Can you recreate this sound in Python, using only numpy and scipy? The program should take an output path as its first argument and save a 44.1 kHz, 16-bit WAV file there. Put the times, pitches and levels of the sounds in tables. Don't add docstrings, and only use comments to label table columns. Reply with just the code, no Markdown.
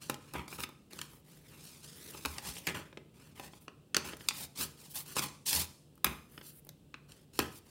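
import sys
import numpy as np
from scipy import signal
from scipy.fft import rfft, irfft, next_fast_len
from scipy.io import wavfile
from scipy.ndimage import map_coordinates

SR = 44100
rng = np.random.default_rng(int(sys.argv[2]) if len(sys.argv) > 2 else 0)


def wav_out(sig):
    wavfile.write(sys.argv[1], SR, np.round(np.clip(np.atleast_2d(sig).T, -1, 1) * 32767).astype(np.int16))


N = 339548

# start in seconds, level in dB, hardness in dB
# (below 0 a dull knock, above 0 a crisp snap), pencil tick in dB and table thump in dB, both against the level.
TAP_EVENTS = [(0.097, -33, 4.5, -1, 3), (0.142, -49.5, 4, 3.5, 0), (0.336, -47, 9, -2, -1),
              (0.352, -55, 0, -16, 19), (0.393, -54.5, -5, -9, 13.5), (0.479, -54, 1, 4, 3),
              (0.526, -51, -2.5, -9, 5.5), (0.587, -56, -3, -10, 14), (0.603, -42, 4, -2, -8),
              (0.635, -42, -5, -1.5, -8), (0.69, -59, 9, 0.5, 10.5), (0.932, -54, 10, 4.5, 3),
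              (0.989, -49.5, -2.5, 5, 0.5), (1.014, -40.5, 3, 2, -12), (1.133, -66, 8, 0, 7.5),
              (2.147, -54, 1, -13, 9), (2.25, -35.5, 1, -6, -4), (2.257, -35, 4.5, 0, 0.5),
              (2.382, -50.5, -7, 11.5, 2.5), (2.566, -49.5, -1, -2, -7), (2.669, -32.5, 3, -5.5, -11),
              (2.927, -72.5, -16, -15, 21), (2.972, -58.5, -11, -1, 14.5), (3.396, -45.5, 2.5, -9, 4.5),
              (3.534, -62.5, -3.5, -6, 9.5), (3.68, -64, -15.5, 7.5, 18.5), (3.945, -34.5, -3.5, 7, -6),
              (3.966, -28.5, 1.5, 5, -3), (4.133, -55, -9, -14, 12.5), (4.168, -54.5, 10, -6, -3),
              (4.207, -57.5, -6, -15, 1), (4.286, -32, 7, 8.5, -15), (4.308, -47.5, -6.5, -1, 0),
              (5.166, -40, 5, 4, 7), (5.192, -39.5, 8, 8.5, 3.5), (5.514, -45, 8, 0.5, -18),
              (5.529, -31.5, 7, 2, -20.5), (5.55, -42, 18, 5, -3.5), (5.954, -75.5, 21, -8, -1.5),
              (5.977, -65.5, 8, -8, 2), (6.044, -21, 7, -8.5, -15.5), (6.066, -44, -9, 3, 7),
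              (6.377, -55.5, -7.5, -13, 7), (6.412, -58.5, -4.5, -3, 1), (6.648, -65.5, 16, -14, -5),
              (6.668, -61, 11.5, -11, 0.5), (6.69, -51, 10, 1, -5.5), (6.941, -60, -15.5, 0, 8.5),
              (7.119, -60.5, 7, 7.5, -33.5), (7.39, -29, 7.5, 1, 5), (7.399, -45.5, -12, -10, -4)]
KNOCK_DB, TICK_DB, SNAP_DB = 1.2, -1.57, -8.5


def taps():
    out = np.zeros(N)
    for start_s, level_db, hardness_db, tick_db, thump_db in TAP_EVENTS:
        knock_db = KNOCK_DB - hardness_db
        snap_db = SNAP_DB + hardness_db
        add(out, start_s, tap(level_db, thump_db, knock_db, TICK_DB + tick_db, snap_db))
    return out


# frequency in Hz, relative strength in dB per Hz.
KNOCK_SPECTRUM = [(300, -24), (680, -9), (950, -1), (1300, -1.5), (1700, 3), (2600, 4.5), (3700, -4),
                  (5500, -11.5), (10000, -42)]
# frequency in Hz, relative strength in dB per Hz.
TICK_SPECTRUM = [(1500, -23.5), (3000, 0), (4500, 1), (7500, -1.5), (9500, -5), (11500, -21),
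                 (16000, -32.5)]
# frequency in Hz, relative strength in dB per Hz.
FIZZ_SPECTRUM = [(5000, -38), (8500, -5), (10500, 0), (12000, -1.5), (14000, 1), (16000, -3)]
# frequency in Hz (shifted a little at each tap),
# relative strength in dB, time in seconds to die away by 60 dB.
TABLE_MODES = [(86.5, -23, 0.19), (135, -20.5, 0.26), (231, -14, 0.15), (321, -1, 0.042),
               (410, -4.5, 0.038), (520, -5.5, 0.055), (587, -1, 0.029), (826, -1, 0.034),
               (1043, -5.5, 0.046), (1313, 1.5, 0.015)]


def tap(level_db, thump_db, knock_db, tick_db, snap_db, touch_s=0.0013, tick_s=0.0015, knock_s=0.0028,
        rattle_s=0.02, rattle_db=-21):
    t = np.arange(SR // 7) / SR
    press = np.clip(t / touch_s, 0, 1)
    since = np.maximum(t - touch_s, 0)
    rattle = amp(rattle_db) * np.exp(-since / rattle_s)
    contact = np.zeros(len(t))
    parts = ((knock_db, KNOCK_SPECTRUM, knock_s), (tick_db, TICK_SPECTRUM, tick_s),
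             (snap_db, FIZZ_SPECTRUM, tick_s))
    for db, spectrum, decay_s in parts:
        crunch = press * (np.exp(-since / decay_s) + rattle) * rng.standard_normal(len(t))
        contact += amp(db) * blow(colour(crunch, spectrum, size=1024))
    hz, db, t60 = np.transpose(TABLE_MODES)[:, :, None]
    spot, phase = rng.uniform(-1, 1, (2, len(TABLE_MODES), 1))
    ringing = np.sin(2 * np.pi * hz * (1 + 0.064 * spot) * t + np.pi * phase)
    thump = press * np.sum(amp(db - 60 * t / t60) * ringing, 0)
    return amp(level_db) * (contact + amp(thump_db) * blow(thump))


def blow(x, span_s=0.0052):
    return x * np.sqrt(span_s * SR / (np.sum(x ** 2) + 1e-20))


# frequency in Hz, relative strength in dB per Hz.
HISS_SPECTRUM = [(1500, -19), (3000, -0.5), (4300, 1), (6500, -0.5), (9500, -1), (11000, -8.5),
                 (13000, -26), (16000, -26)]
# frequency in Hz, relative strength in dB per Hz.
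RASP_SPECTRUM = [(250, -11.5), (480, -6), (680, -6), (850, 1.5), (1300, -3.5), (1700, -1), (2600, -0.5),
                 (3400, -5), (5000, -32.5)]
# frequency in Hz, relative strength in dB per Hz.
RUMBLE_SPECTRUM = [(30, -36.5), (55, -7.5), (90, 1), (200, 1), (320, -2), (520, -1.5), (700, -9.5),
                   (1400, -24)]


def slides(snags_per_s=2000, snag_spread_db=2.5, smooth=1.31, slip_hz=90, slip_db=1.5,
           patchy_hz=35, patchy_db=1.5):
    caught = rng.random(N) < snags_per_s / SR
    snag_size = amp(snag_spread_db * np.minimum(rng.exponential(1, N), 4))
    snags = unit(caught * snag_size)
    slip = slip_db * wander(slip_hz)
    spectra = (HISS_SPECTRUM, FIZZ_SPECTRUM, RASP_SPECTRUM, RUMBLE_SPECTRUM)
    trims_db = (-1.0, -2.0, -2, -2.5)
    out = np.zeros(N)
    for gain, spectrum, trim_db in zip(paper_gains(), spectra, trims_db):
        grip = amp(slip + patchy_db * wander(patchy_hz))
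        friction = grip * (snags * rng.choice([-1, 1], N) + smooth * rng.standard_normal(N))
        out += amp(trim_db) * gain * unit(colour(friction, spectrum))
    return out


# start in seconds,
# length in seconds, hiss in dB, where it is fastest (0 start to 1 end), fizz in dB over the hiss,
# pressure as dB of rasp over the hiss.
PAPER_STROKES = [(0.0, 0.091, -53, 0, -5, -5.5), (0.207, 0.16, -66.5, 0.7, -3, 1.5),
                 (0.484, 0.098, -54, 0.7, 1.5, -2.5), (0.585, 0.06, -49, 0.93, 4, -0.5),
                 (0.911, 0.19, -58, 0.4, -0.5, -1), (1.091, 0.11, -69, 0.15, 9, 1),
                 (1.25, 0.18, -65, 0.54, 1, -3), (1.436, 0.18, -63.5, 0.74, 1, 1.5),
                 (1.58, 0.27, -56.5, 0.34, -2, -7.5), (1.827, 0.23, -57.5, 0.1, -3.5, -5),
                 (1.958, 0.16, -56, 1, 2.5, -3.5), (2.113, 0.26, -55.5, 0.1, 0.5, -2.5),
                 (2.267, 0.19, -57, 0.5, 1.5, 1), (2.429, .1, -46.5, 0.62, -0.5, -2.5),
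                 (2.511, 0.096, -50.5, 0.77, -2, -8.5), (2.603, 0.091, -60, 0.55, 2, 0),
                 (3.143, 0.19, -67, .55, -2, 2), (3.356, .13, -58.5, 0.84, -3, 2.5),
                 (3.49, 0.1, -67, 0.85, -2, -7), (3.606, .055, -72.5, 0.2, 9.5, -1),
                 (4.046, 0.1, -53, 0, 1.5, 7), (4.194, 0.16, -60, 0.27, 1.5, -0.5),
                 (4.34, 0.12, -47.5, 0.8, 1.5, -5), (4.558, 0.029, -49, .7, -5, -8),
                 (4.588, 0.071, -38.5, .45, 1.5, -6), (4.66, 0.096, -63, 0.24, -5, -5),
                 (4.775, .12, -58.5, 0.66, 0, -5.5), (4.9, 0.04, -54, .4, 5, -14),
                 (4.943, 0.083, -46.5, 0.24, 7.5, -6.5), (5.06, 0.12, -53, 0.23, 1, -4.5),
                 (5.16, 0.047, -36.5, 0.46, 0.5, -2), (5.219, 0.046, -41.5, 0.3, 4.5, 0),
                 (5.464, 0.062, -33, 0.25, 0, -18), (5.511, .13, -34.5, 0.46, 2.5, -8.5),
                 (6.298, 0.17, -73, 0.26, 13.5, 4), (6.431, 0.094, -58.5, 0.6, 6, -11),
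                 (6.53, .07, -76, 0.95, 20, 4), (7.087, 0.15, -66.5, 0.05, -2, 0),
                 (7.337, 0.057, -56, 0.54, -2, -7), (7.509, 0.085, -59.5, 0.86, 3.5, -20),
                 (7.656, 0.054, -66.5, 0.9, 0, -2.5)]
# start in seconds,
# rasp in dB, decay in seconds, hiss in dB over the rasp.
SHEET_FLAPS = [(0.1, -51, .03, -29), (0.34, -40.5, 0.05, -17), (2.672, -31, 0.021, -8.5),
               (2.743, -39, 0.043, -10.5), (3.948, -36.5, .015, -17), (3.97, -46, 0.036, -19),
               (5.245, -56, 0.06, 5.5), (6.049, -37.5, 0.046, -12), (7.401, -40.5, 0.048, -8.5)]
FLAP_FIZZ_DB = -10
# rasp in dB, rumble in dB, both before trimming.
RUMBLE_FROM_RASP = [(-100, -90), (-61.5, -61), (-45.5, -45), (-29, -42)]


def paper_gains():
    moves = []
    for start_s, length_s, hiss_db, fastest, fizz_db, pressure_db in PAPER_STROKES:
        levels = (hiss_db, hiss_db + fizz_db, hiss_db + pressure_db)
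        moves.append((start_s - TOUCH_S, stroke(length_s, fastest), levels))
    for start_s, rasp_db, decay_s, hiss_db in SHEET_FLAPS:
        levels = (rasp_db + hiss_db, rasp_db + hiss_db + FLAP_FIZZ_DB, rasp_db)
        moves.append((start_s, flap(decay_s), levels))
    power = np.zeros((3, N))
    for start_s, shape, levels in moves:
        for layer, db in zip(power, levels):
            add(layer, start_s, (amp(db) * shape) ** 2)
    rasp_db = 10 * np.log10(power[2] + 1e-20)
    rumble = amp(np.interp(rasp_db, *np.transpose(RUMBLE_FROM_RASP)))
    return [*np.sqrt(power), rumble]


STROKE_START_DB, STROKE_END_DB, STROKE_ARCH = -6.5, -11, 1.55
TOUCH_S, LIFT_S = 0.013, 0.028


def stroke(length, fastest):
    t = np.arange(-TOUCH_S, length + LIFT_S, 1 / SR)
    crest = length * np.clip(fastest, 0.05, 0.95)
    away = abs(np.interp(t, [0, crest, length], [-1, 0, 1])) ** STROKE_ARCH
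    touching = np.interp(t, [-TOUCH_S, 0, length, length + LIFT_S], [0, 1, 1, 0]) ** 2
    return touching * amp(away * np.where(t < crest, STROKE_START_DB, STROKE_END_DB))


def flap(decay_s, rise_s=0.0027):
    t = np.arange(SR // 3) / SR
    return np.minimum(t / rise_s, 1) * np.exp(-t / decay_s)


# start in seconds, strength in dB before thuds() doubles and shapes it.
HAND_THUDS = [(0.362, -49), (2.259, -45), (2.471, -48), (4.63, -55), (5.548, -45), (6.057, -43.5)]


def thuds(rise_s=0.012, decay_s=0.024, thud_hz=80, spread=0.36):
    t = np.arange(SR // 4) / SR
    out = np.zeros(N)
    spots = rng.uniform(-1, 1, len(HAND_THUDS))
    for (start_s, db), spot in zip(HAND_THUDS, spots):
        swing = np.sin(2 * np.pi * thud_hz * (1 + spread * spot) * t)
        push = (1 - np.exp(-t / rise_s)) * np.exp(-t / decay_s)
        add(out, start_s, amp(db) * 2 * swing * push)
    return out


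MIRROR_MS, MIRROR_DB = 0.797, -6.5


def mirrored(x, roam=0.289, roam_hz=3):
    delay = MIRROR_MS * SR / 1000 * np.exp(roam * wander(roam_hz))
    reflection = map_coordinates(x, [np.arange(N) - delay], order=3)
    return x + amp(MIRROR_DB) * reflection


# frequency in Hz, width in Hz, level in dB against the direct sound.
CAVITIES = [(783, 100, -17), (980, 79, -13.5), (1222, 150, -10), (2440, 52, -13.5), (4480, 490, -9.5),
            (5230, 130, -3.5), (6200, 100, -7), (7420, 220, -6.5), (8540, 390, -10), (9560, 150, -5.5),
            (10160, 300, -11.5), (12800, 600, -12.5)]


def housing(x):
    out = x.copy()
    for hz, width_hz, db in CAVITIES:
        b, a = signal.iirpeak(hz, hz / width_hz, SR)
        out += amp(db) * signal.lfilter(b, a, x)
    return out


# frequency in Hz, time in seconds to fall by 60 dB.
ROOM_DECAY = [(100, 0.4), (400, 0.45), (1200, 0.41), (3000, 0.4), (9000, 0.62), (16000, 0.35)]
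# frequency in Hz, level in dB before room() applies tail_db.
ROOM_COLOUR = [(100, -4), (400, -4.5), (1500, -9), (4000, -12), (9000, -18.5), (16000, -18)]


def room(x, first_s=0.0046, tail_db=-1):
    hz, t, z = signal.stft(rng.standard_normal(SR // 2), SR, nperseg=256)
    z = z * amp(-60 * t / read(ROOM_DECAY, hz)[:, None])
    even = z / np.linalg.norm(z, axis=1, keepdims=True)
    tail = signal.istft(even, SR, nperseg=256)[1]
    tail = amp(tail_db) * colour(tail / np.linalg.norm(tail), ROOM_COLOUR)
    out = np.zeros(N)
    add(out, first_s, signal.fftconvolve(x, tail))
    return out


# frequency in Hz, relative strength in dB per Hz.
AIR_SPECTRUM = [(15, -49), (25, -8.5), (97, -5), (170, -5), (427, -13), (911, -28.5), (2220, -37),
                (2690, -28.5), (6560, -39), (7710, -35), (8830, -36), (12900, -41), (16000, -37.5)]
AIR_DB = -62.5
HUM_HZ, HUM_DB = 149.3, -65.5


def background(waver=0.94, waver_hz=9):
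    air = amp(AIR_DB) * unit(colour(rng.standard_normal(N), AIR_SPECTRUM))
    swing = 1 + waver * (wander(waver_hz) + 1j * wander(waver_hz))
    hum = (swing * np.exp(2j * np.pi * HUM_HZ * np.arange(N) / SR)).real
    return air + amp(HUM_DB) * unit(hum)


def amp(db):
    return 10 ** (np.asarray(db) / 20)


def unit(x):
    return x / np.sqrt(np.mean(x ** 2) + 1e-20)


def read(points, hz):
    f, value = np.transpose(points)
    return np.interp(np.log(hz + 1), np.log(f + 1), value)


def add(mix, s, sound):
    part = mix[max(round(s * SR), 0):][:len(sound)]
    part += sound[:len(part)]


def colour(x, spectrum, size=4096):
    log_gain = np.log(amp(read(spectrum, abs(np.fft.fftfreq(size, 1 / SR)))))
    response = np.fft.ifft(np.exp(np.conj(signal.hilbert(log_gain)))).real
    return signal.fftconvolve(x, response[:size // 2])[:len(x)]


def wander(rate_hz):
    size = next_fast_len(N, True)
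    hz = np.fft.rfftfreq(size, 1 / SR)
    slow = rfft(rng.standard_normal(size)) / (1 + (hz / rate_hz) ** 4)
    return unit(irfft(slow, size)[:N])


def scene():
    handling = housing(mirrored(taps() + slides() + thuds()))
    return (handling + room(handling) + background())[None]


EDGE_HZ = 15900


def record(dry):
    bass_cut = signal.butter(4, 48, "highpass", fs=SR, output="sos")
    thinned = signal.sosfilt(bass_cut, dry)
    band_limit = signal.firwin(511, EDGE_HZ, window=("kaiser", 9), fs=SR)
    return signal.oaconvolve(thinned, band_limit[None], "same")


dry = scene()
out = record(dry)
wav_out(out)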